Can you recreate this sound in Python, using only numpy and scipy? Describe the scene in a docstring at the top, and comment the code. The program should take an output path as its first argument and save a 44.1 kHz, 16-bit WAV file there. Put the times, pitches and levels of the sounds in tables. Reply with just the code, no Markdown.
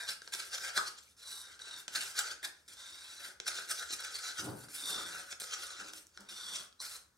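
"""Quick, wet scrapes: a plastic stick stirs thick paint in a hand-held paper cup, in a small work room.
Tiny slips along the wall hiss and shake the hollow cup, while the paint sizzles, squelches and snaps.
The stick ticks against the cup, and chatters into a thin singing note when wiped along the rim.
Midway the painter shifts her stance with a dull bump, and her apron rustles."""
import sys
import numpy as np
from scipy import signal
from scipy.fft import rfft, irfft, next_fast_len
from scipy.io import wavfile
from scipy.ndimage import uniform_filter1d, map_coordinates

SR = 44100
rng = np.random.default_rng(int(sys.argv[2]) if len(sys.argv) > 2 else 0)


def generate_wav(sig):
    """Save sig (samples, or channels by samples) to the path in sys.argv[1] as 16-bit PCM at SR."""
    pcm = np.round(np.clip(np.atleast_2d(sig).T, -1, 1) * 32767).astype(np.int16)
    wavfile.write(sys.argv[1], SR, pcm)


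N = 316241
TIME = np.arange(N) / SR


def amp(db):
    """Decibels to gain."""
    return 10 ** (np.asarray(db) / 20)


def unit(x):
    """x at rms 1."""
    return x / np.sqrt(np.mean(x ** 2) + 1e-20)


def along(points, hz):
    """(Hz, value) points read on a log axis."""
    f, v = np.transpose(points)
    return np.interp(np.log(hz + 1), np.log(f + 1), v)


def curve(rows):
    """An automation curve through (time [s], value) rows."""
    return np.interp(TIME, *np.transpose(rows))


def swell(start, peak, end, db, swell_db, fade_db_per_s=1505):
    """Gain of one gesture: up by swell_db to its peak and back, with a fast fade either side."""
    outside = np.maximum(start - TIME, 0) + np.maximum(TIME - end, 0)
    below_peak_db = np.interp(TIME, [start, peak, end], [swell_db, 0, swell_db])
    return amp(db - below_peak_db - fade_db_per_s * outside)


def wobble(rate):
    """A smooth random curve, rate knots a second."""
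    return map_coordinates(rng.standard_normal(int(N * rate / SR) + 4), [TIME * rate])


def slips(rate, spread_db):
    """Tiny random slips of uneven but bounded size, rate a second."""
    happens = rng.random(N) < rate / SR
    size = np.minimum(rng.standard_normal(N), 2)
    return unit(happens * rng.choice([-1, 1], N) * amp(spread_db * size))


def bursts(rows, t60_s):
    """A fast-dying burst of noise for each (time [s], level [dB]) row."""
    out, t = np.zeros(N + SR), np.arange(SR // 20) / SR
    for s, db in rows:
        out[round(s * SR):][:len(t)] += amp(db - 60 * t / t60_s) * rng.standard_normal(len(t))
    return out[:N]


def filtered(x, response):
    """x times a complex response of frequency."""
    size = next_fast_len(N + SR // 2)
    return irfft(rfft(x, size) * response(np.fft.rfftfreq(size, 1 / SR)), size)[..., :N]


def coloured(x, eq):
    """x through an EQ of (frequency [Hz], gain [dB]) points."""
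    return filtered(x, lambda hz: amp(along(eq, hz)))


def ringing(x, hz, width_hz):
    """A band-pass resonance at a steady or moving frequency."""
    turn = np.exp(2j * np.pi * np.cumsum(np.broadcast_to(hz, N)) / SR)
    keep = np.exp(-np.pi * width_hz / SR)  # what is left of the ring after one sample
    return (turn * signal.lfilter([1 - keep, 1 - keep], [1, -keep], x / turn)).real


def resonance(x, hz, width_hz):
    """A ring with steep skirts, at rms 1."""
    return unit(ringing(ringing(x, hz, width_hz), hz, width_hz))


def modes(x, table):
    """x through a bank of steady resonances."""
    return sum(amp(db) * resonance(x, hz, width) for hz, width, db in table)


# colour of the room tone: (frequency [Hz], gain [dB])
ROOM_TONE_EQ = [(25, -21), (45, -2), (70, 11.5), (130, -1), (300, -4), (700, -14), (1400, -2.5),
                (2600, -19.5), (6000, -12.5), (16000, -23.5)]


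def room_tone():
    """A bed of quiet air, nearly alike on both sides."""
    mid, side = unit(coloured(rng.standard_normal((2, N)), ROOM_TONE_EQ))
    side = amp(-11.5) * side
    return amp(-74.5) * np.array([mid + side, mid - side])


# reverb decay: (frequency [Hz], time to fall 60 dB [s])
ROOM_DECAY = [(150, 0.41), (1400, 0.39), (5000, 0.34), (14000, 0.21)]


def echo_tail():
    """A pair of room tails after a short pre-delay; each frequency dies at its own speed."""
    hz, t, spectra = signal.stft(rng.standard_normal((2, SR // 2)), SR, nperseg=256)
    decay = amp(-60 * t / along(ROOM_DECAY, hz)[:, None])
    tails = signal.istft(spectra * decay, SR, nperseg=256)[1]
    return np.pad(tails / np.linalg.norm(tails[0]), ((0, 0), (SR // 300, 0)))


# reverb return: (frequency [Hz], gain [dB])
ECHO_EQ = [(200, -1.5), (1300, -5), (3000, -12), (9000, -5.5)]
# reverb width: (frequency [Hz], side over mid [dB])
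ECHO_WIDTH = [(60, -13), (300, -7), (800, 4.5), (1500, -3), (3000, -0.5), (12000, -7.5)]
# the room's low boom: (frequency [Hz], gain [dB])
STANDING_WAVES = [(119, 4), (147, -2), (196, 2.5), (288, -6), (311, -4)]


def room(x, renew_s=0.4):
    """Direct sound, standing waves and stereo echoes, whose pattern keeps changing as the hands move."""
    echo, step = np.zeros((2, N + 2 * SR)), round(renew_s * SR)
    padded = np.pad(x, (step, 2 * step))
    crossfade = np.sin(np.linspace(0, np.pi, 2 * step))
    for start in range(0, N + step, step):
        piece = crossfade * padded[start:start + 2 * step]
        wet = signal.fftconvolve(piece[None], echo_tail(), axes=1)
        echo[:, start:start + wet.shape[1]] += wet
    mid, side = coloured(echo[:, step:step + N], ECHO_EQ)
    mid = mid + sum(amp(db) * ringing(x, hz, width_hz=7.6) for hz, db in STANDING_WAVES)
    side = coloured(side, ECHO_WIDTH)
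    return np.array([x + mid + side, x + mid - side])


# a low hum: (start [s], peak [s], end [s], level [dB], swell [dB])
HUM_SWELLS = [(5.78, 5.9, 6.08, -69, 6)]


def hum():
    """A faint, rough low tone comes and goes."""
    tone = unit(ringing(rng.standard_normal(N), hz=310, width_hz=13))
    return sum(swell(*row) for row in HUM_SWELLS) * tone


# cloth slides: (start [s], peak [s], end [s], level [dB], swell [dB])
APRON_SLIDES = [(4.83, 4.926, 5.23, -54, 13), (5.79, 5.82, 5.98, -63, 8), (6.18, 6.2, 6.24, -67, 3),
                (6.43, 6.6, 6.63, -64, 9)]
# soft colour of the cloth: (frequency [Hz], gain [dB])
CLOTH_EQ = [(50, -8), (130, -6), (320, 0), (800, -2), (1500, -2), (4000, -74)]


def apron():
    """Cloth slides on cloth with a fluttering rustle."""
    rustle = unit(coloured(amp(1.2 * wobble(40)) * rng.standard_normal(N), CLOTH_EQ))
    return sum(swell(*row) for row in APRON_SLIDES) * rustle


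# shifts of weight: (start [s], peak [s], end [s], level [dB], swell [dB])
STANCE_SHIFTS = [(4.39, 4.475, 4.58, -44.5, 13), (4.625, 4.642, 4.68, -57, 12), (6.18, 6.225, 6.24, -69, 5)]
# dark colour of the bump: (frequency [Hz], gain [dB])
BUMP_EQ = [(25, -38), (70, -9), (110, -2), (145, -1), (200, -2.5), (300, -1), (550, -10), (1200, -13.5),
           (2500, -36)]


def stance():
    """The painter changes her stance with a dull, scuffing bump."""
    bump = unit(coloured(slips(rate=900, spread_db=2), BUMP_EQ))
    return sum(swell(*row) for row in STANCE_SHIFTS) * bump


# paint snaps: (time [s], level before EQ [dB])
SNAPS = [(2.191, -19), (2.199, -32), (5.935, -40), (6.069, -50), (6.207, -47)]
# colour of a snap: (frequency [Hz], gain [dB])
SNAP_EQ = [(200, -60), (1500, -18), (7000, 7), (15000, -7.5)]


def snapping():
    """Paint tears from the wall with a thin, bright snap."""
    return coloured(bursts(SNAPS, t60_s=0.0099), SNAP_EQ)


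# the cup's air note: (time [s], pitch [Hz])
AIR_NOTE = [(0.0, 1625), (0.11, 1515), (2.32, 1490), (2.45, 1720), (2.63, 1540), (4.1, 1473), (5.63, 1430),
            (7.0, 1420)]
# modes of its wall and air: (pitch [multiple of the air note], width [Hz], gain [dB])
CUP_MODES = [(.33, 176, -22), (.67, 266, -18), (.88, 150, -5.5), (1.03, 130, 3.5), (1.42, 330, -16)]


def cup(x):
    """The hollow body of the paper cup; its note moves as stick and hand shade the opening."""
    note = curve(AIR_NOTE) * np.exp(0.012 * wobble(15))  # the circling stick nudges it
    return sum((-1) ** k * amp(db) * ringing(x, multiple * note, width)
               for k, (multiple, width, db) in enumerate(CUP_MODES))


# the stick taps the cup: (time [s], crack drive [dB], push on the wall [dB])
TAPS = [(0.2186, -36.5, -9), (0.2764, -35, -14), (0.349, -29, -17), (0.7769, -27.5, 13.5),
        (1.5925, -41, -28), (1.8803, -25, -9), (2.191, -34.5, 7.5), (3.401, -26.5, -11), (3.467, -42, 1),
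        (3.587, -31.5, 0.5), (3.907, -32.5, -22), (4.685, -47.5, -15.5), (5.327, -31, -7.5),
        (5.3998, -40, -18), (5.4187, -30.5, -13), (5.935, -35, -15), (6.1747, -37.5, -8),
        (6.727, -50.5, -33)]
# modes of the cup's base: (frequency [Hz], width [Hz], level [dB])
BASE_MODES = [(960, 78, -9), (1260, 170, 3.5)]
BASE_DB, BASE_DECAY_DB_PER_S = -38, 328


def ticking():
    """Each tap is a dry crack, a knock on the cup and a thud of paint; the hardest flexes the base."""
    bites = bursts([tap[:2] for tap in TAPS], t60_s=0.012)
    pushes = np.zeros(N)
    for s, _, push_db in TAPS:
        pushes[round(s * SR)] += amp(push_db)
    age = TIME - max(TAPS, key=lambda tap: tap[2])[0]  # since the hardest push
    flex = (age > 0) * amp(BASE_DB - BASE_DECAY_DB_PER_S * np.abs(age))
    base = flex * modes(rng.standard_normal(N), BASE_MODES)
    crack = coloured(bites, FRICTION_EQ)
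    knock = coloured(cup(pushes), [(150, -21), (650, -6), (1200, 0)])
    thud = amp(-0.5) * ringing(bites, hz=445, width_hz=180)
    return crack + knock + thud + base


# wipes along the rim:
# (start [s], rise [s], fall [s], level [dB], swell [dB], first pitch [Hz], last pitch [Hz])
RIM_WIPES = [(0.0, 0.017, 0.036, -48, 1, 3850, 3700), (1.2, 0.12, 0.2, -43.5, 19.5, 4080, 3690),
             (1.62, 0.12, 0.064, -49, 3.5, 4020, 3640), (2.428, 0.015, 0.023, -39, 15, 3500, 3680),
             (2.76, 0.1, 0.39, -52.5, 5, 3600, 3910), (4.78, 0.12, 0.19, -39, 10, 3660, 3480),
             (6.289, 0.27, 0.059, -43.5, 9, 3650, 3380), (6.796, 0.0077, 0.034, -36, 25, 4120, 4330),
             (6.85, 0.048, 0.072, -55.5, -1, 4380, 4030)]
# the rim's steady resonances: (frequency [Hz], width [Hz], level [dB])
RIM_MODES = [(1050, 560, -17), (4500, 520, -8), (5700, 420, -7.5), (8300, 2400, -10.5)]


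def wiping():
    """On the rim the stick chatters, rasps and sings a note that glides with its free length."""
    pressure, glides = np.zeros(N), []
    for start, rise, fall, db, swell_db, first_hz, last_hz in RIM_WIPES:
        end = start + rise + fall
        pressure += swell(start, start + rise, end, db, swell_db)
        glides += [(start, first_hz), (end, last_hz)]
    # a light wipe stutters between sticking and sliding; a firm one runs smoothly
    stutter_db = 7 / (1 + pressure / amp(-48))
    chatter = unit(amp(stutter_db * np.tanh(wobble(220))) * slips(rate=2700, spread_db=6.5))
    pitch = curve(sorted(glides)) * np.exp(0.014 * wobble(37))  # wavers with the grip
    ring = unit(resonance(chatter, pitch, width_hz=260) + modes(chatter, RIM_MODES))
    rasp = amp(-16.5) * unit(coloured(chatter, FIZZ_EQ))
    return pressure * (ring + rasp)


def gurgle(force, ceiling_db=-69.5, firm_stroke_db=-42):
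    """Air pockets open behind the blade at a wandering low pitch, levelling off at a firm stroke."""
    gain = amp(ceiling_db) * np.tanh(force / amp(firm_stroke_db)) ** 0.59
    pockets = amp(3 * wobble(25)) * slips(rate=330, spread_db=5.5)
    pitch = 430 * np.exp(0.21 * wobble(13))
    return gain * unit(ringing(pockets, pitch, width_hz=105))


# paint pressed against the wall: (crest [s], hiss [dB], cup tone [dB], sizzle [dB], build-up [s])
PAINT_SQUELCHES = [(0.094, -37, -44, -48, 0.018), (0.339, -36, -58, -44.5, 0.0081),
                   (0.401, -37.5, -46, -64, 0.0066), (0.547, -37, -43, -50.5, 0.023),
                   (0.584, -42, -48, -54, 0.005), (0.672, -43.5, -44, -70, 0.063),
                   (0.777, -35, -36, -43, 0.021), (0.88, -40, -76, -54, 0.023),
                   (0.987, -48.5, -61.5, -66, 0.015), (1.801, -51.5, -73, -48, 0.019),
                   (1.96, -31, -43.5, -46, 0.0073), (2.193, -33.5, -40, -43, 0.028),
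                   (2.451, -36.5, -41, -47, 0.0084), (3.483, -33, -41, -42, 0.014),
                   (3.57, -44.5, -57, -57, 0.03), (3.714, -35, -39.5, -38.5, 0.02),
                   (3.795, -41, -61, -50, 0.028), (3.826, -43.5, -39, -51, 0.025),
                   (3.913, -41, -53, -63, 0.024), (3.936, -34.5, -48, -39.5, 0.014),
                   (3.965, -52, -56, -45, 0.0062), (4.007, -53, -43.5, -50, 0.0061),
                   (4.05, -41.5, -46, -49, 0.011), (4.157, -38.5, -54, -48, 0.021),
                   (4.19, -44, -68, -49, 0.0086), (4.278, -42, -50, -52.5, 0.059),
                   (4.398, -37.5, -40, -48, 0.024), (4.904, -38, -50, -40.5, 0.015),
                   (5.322, -43, -57, -63, 0.018), (5.442, -41.5, -50, -49, 0.0049),
                   (5.513, -42, -68, -61, 0.007), (5.539, -38, -46.5, -56, 0.021),
                   (5.64, -45, -64, -50.5, 0.04), (5.672, -61, -63, -49, 0.008),
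                   (5.811, -49.5, -48, -65, 0.023), (5.885, -46.5, -54, -57, 0.018),
                   (6.557, -39.5, -75, -51, 0.025), (6.817, -47.5, -62, -50, 0.008)]
SLIP_OFF, ROUNDNESS = 0.58, 1.31  # fall time over build-up time; 1 = pointed crest, 2 = round


def squelches():
    """Power of hiss, cup tone and sizzle: each squelch builds, then drops as the blade slips off."""
    power = np.zeros((3, N))
    for crest, *levels_db, rise in PAINT_SQUELCHES:
        distance = np.abs(TIME - crest) / np.where(TIME < crest, rise, SLIP_OFF * rise)
        envelope = np.exp(-np.minimum(distance, 10) ** ROUNDNESS)
        power += np.outer(amp(levels_db), envelope) ** 2
    return power


# strokes over the wall:
# (start [s], end [s], first hiss [dB], last hiss [dB], cup tone over hiss [dB], sizzle over hiss [dB])
WALL_STROKES = [ (0.0, 0.064, -47.5, -58.5, 4, -6), (0.1, 0.123, -44, -48, -10, -4.5),
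                (0.22, 0.282, -61, -60, -6, -5), (0.321, 0.472, -47, -50.5, -6, -5),
                (0.51, 0.675, -56, -48, -10, -4.5), (0.757, 0.917, -49, -59, -10, -5),
                (0.996, 1.114, -65, -69, -45, -4), (1.165, 1.255, -65.5, -56, -9.5, -6.5),
                (1.26, 1.407, -55, -53.5, -7.5, -0.5), (1.427, 1.55, -62.5, -57.5, -3, -13),
                (1.595, 1.805, -54, -54.5, -2.5, -14), (1.887, 1.945, -63, -48, -4.5, -7),
                (1.949, 1.986, -36.5, -44, -4.5, -9), (2.004, 2.105, -41, -47, -8.5, -5.5),
                (2.16, 2.309, -55, -44, -3.5, -12), (2.427, 2.452, -45.5, -49.5, 2.5, -1),
                (2.563, 2.674, -68, -74.5, -28, -7), (2.678, 2.732, -52.5, -56, -9.5, -6.5),
                (2.768, 3.173, -57.5, -53.5, -7, -8.5), (3.19, 3.282, -56, -49.5, 0, -4),
                (3.465, 3.62, -51.5, -47, -5.5, -9), (3.674, 3.86, -49.5, -55, -9, -6.5),
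                (3.912, 4.106, -49, -50, -4.5, -15), (4.12, 4.302, -58.5, -46.5, -4, -14.5),
                (4.337, 4.451, -63, -48, -12, -2.5), (4.49, 4.634, -68, -57, -2.5, 1.5),
                (4.684, 4.763, -59, -44.5, -10, -1.5), (4.73, 4.93, -52, -47.5, -7.5, 0.5),
                (4.933, 5.213, -48, -49, -1, -7.5), (5.235, 5.31, -65, -53, 0, -4),
                (5.398, 5.485, -42.5, -57.5, -10, -3), (5.467, 5.679, -51, -48.5, -4, -16),
                (5.702, 5.9, -48, -57, -8, -16.5), (5.925, 5.982, -58.5, -54, -15, -1.5),
                (6.03, 6.17, -89, -64.5, -8, -11), (6.199, 6.28, -61, -69, -4, -12),
                (6.287, 6.619, -52.5, -51.5, -6, -6.5), (6.818, 6.961, -48, -52, -7.5, -1.5)]
ATTACK_S, RELEASE_DB_PER_S = 0.0024, 338


def strokes():
    """Power of hiss, cup tone and sizzle: the stick bites, drags with drifting force and eases off."""
    power = np.zeros((3, N))
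    for start, end, first_db, last_db, cup_db, sizzle_db in WALL_STROKES:
        bite = np.clip((TIME - start) / ATTACK_S, 0, 1)
        drag_db = np.interp(TIME, [start, end], [first_db, last_db])
        release_db = RELEASE_DB_PER_S * np.maximum(TIME - end, 0)
        power += np.outer(amp([0, cup_db, sizzle_db]), bite * amp(drag_db - release_db)) ** 2
    return power


def patchy(x, depth_db):
    """Fleeting colours, at rms 1: the paint film and the contact point keep changing."""
    spectra = signal.stft(x, nperseg=512)[2]
    patches = uniform_filter1d(rng.standard_normal(spectra.shape), size=4, axis=0)
    patches = uniform_filter1d(patches, size=4, axis=1)
    return unit(signal.istft(spectra * amp(depth_db * unit(patches)), nperseg=512)[1][:N])


# plastic on paper, for scrapes and ticks: (frequency [Hz], gain [dB])
FRICTION_EQ = [(100, -48), (300, -46), (900, -10.5), (1800, -6), (2700, 1.5), (3500, 3), (4600, 3),
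               (6000, 2), (7300, -2.5), (9500, -9), (12500, -28.5), (16000, -35)]
# top-end fizz of the paint film and the rim's rasp: (frequency [Hz], gain [dB])
FIZZ_EQ = [(5000, -18), (8500, 6.5), (10500, 1.5), (12500, -3), (16000, -16.5)]


def scraping():
    """The stick drags over the wall: dense slips hiss and shake the cup, the paint sizzles and gurgles."""
    force, shake, wetness = np.sqrt(strokes() + squelches())
    grip = amp(1.88 * wobble(60) + 0.31 * wobble(390))  # the tip catches and lets go
    drag = grip * slips(rate=7000, spread_db=1.5)
    crackle = amp(-10) * slips(rate=260, spread_db=3)  # sticky threads of paint snap
    hiss = force * patchy(coloured(drag + crackle, FRICTION_EQ), depth_db=4)
    film = grip * slips(rate=2200, spread_db=3.5)
    sizzle = wetness * patchy(coloured(film, FIZZ_EQ), depth_db=3)
    hollow = shake * patchy(coloured(cup(drag), [(500, -1.5), (1300, -5.5)]), depth_db=1)
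    return hiss + sizzle + hollow + gurgle(force)


def scene():
    """Stick, cup and painter in the room, over the hum and the room tone."""
    foley = scraping() + wiping() + ticking() + snapping() + stance() + apron()
    return room(foley) + hum() + room_tone()


# phase between the sides: (frequency [Hz], left lead [rad])
STEREO_PHASE = [(340, 0), (700, .9), (1600, 0), (1900, -1.2), (2250, -1.5), (2800, -3.1), (3600, -5.3),
                (4400, -6), (7200, -5.7), (8400, -6.28)]
# balance: (frequency [Hz], left over right [dB])
STEREO_BALANCE = [(300, 0), (700, 4.5), (1400, 2.2), (2500, .5), (8000, -.7)]


def record(dry, top_hz=15900):
    """The stereo image: two microphone ports differ in phase and level; nothing passes above top_hz."""
    sides = np.array([[1], [-1]]) / 2

    def ports(hz):
        gain = amp(sides * along(STEREO_BALANCE, hz))
        phase = sides * along(STEREO_PHASE, hz)
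        return gain * np.exp(1j * phase) * (hz < top_hz)
    return filtered(dry, ports)


dry = scene()
out = record(dry)
generate_wav(out)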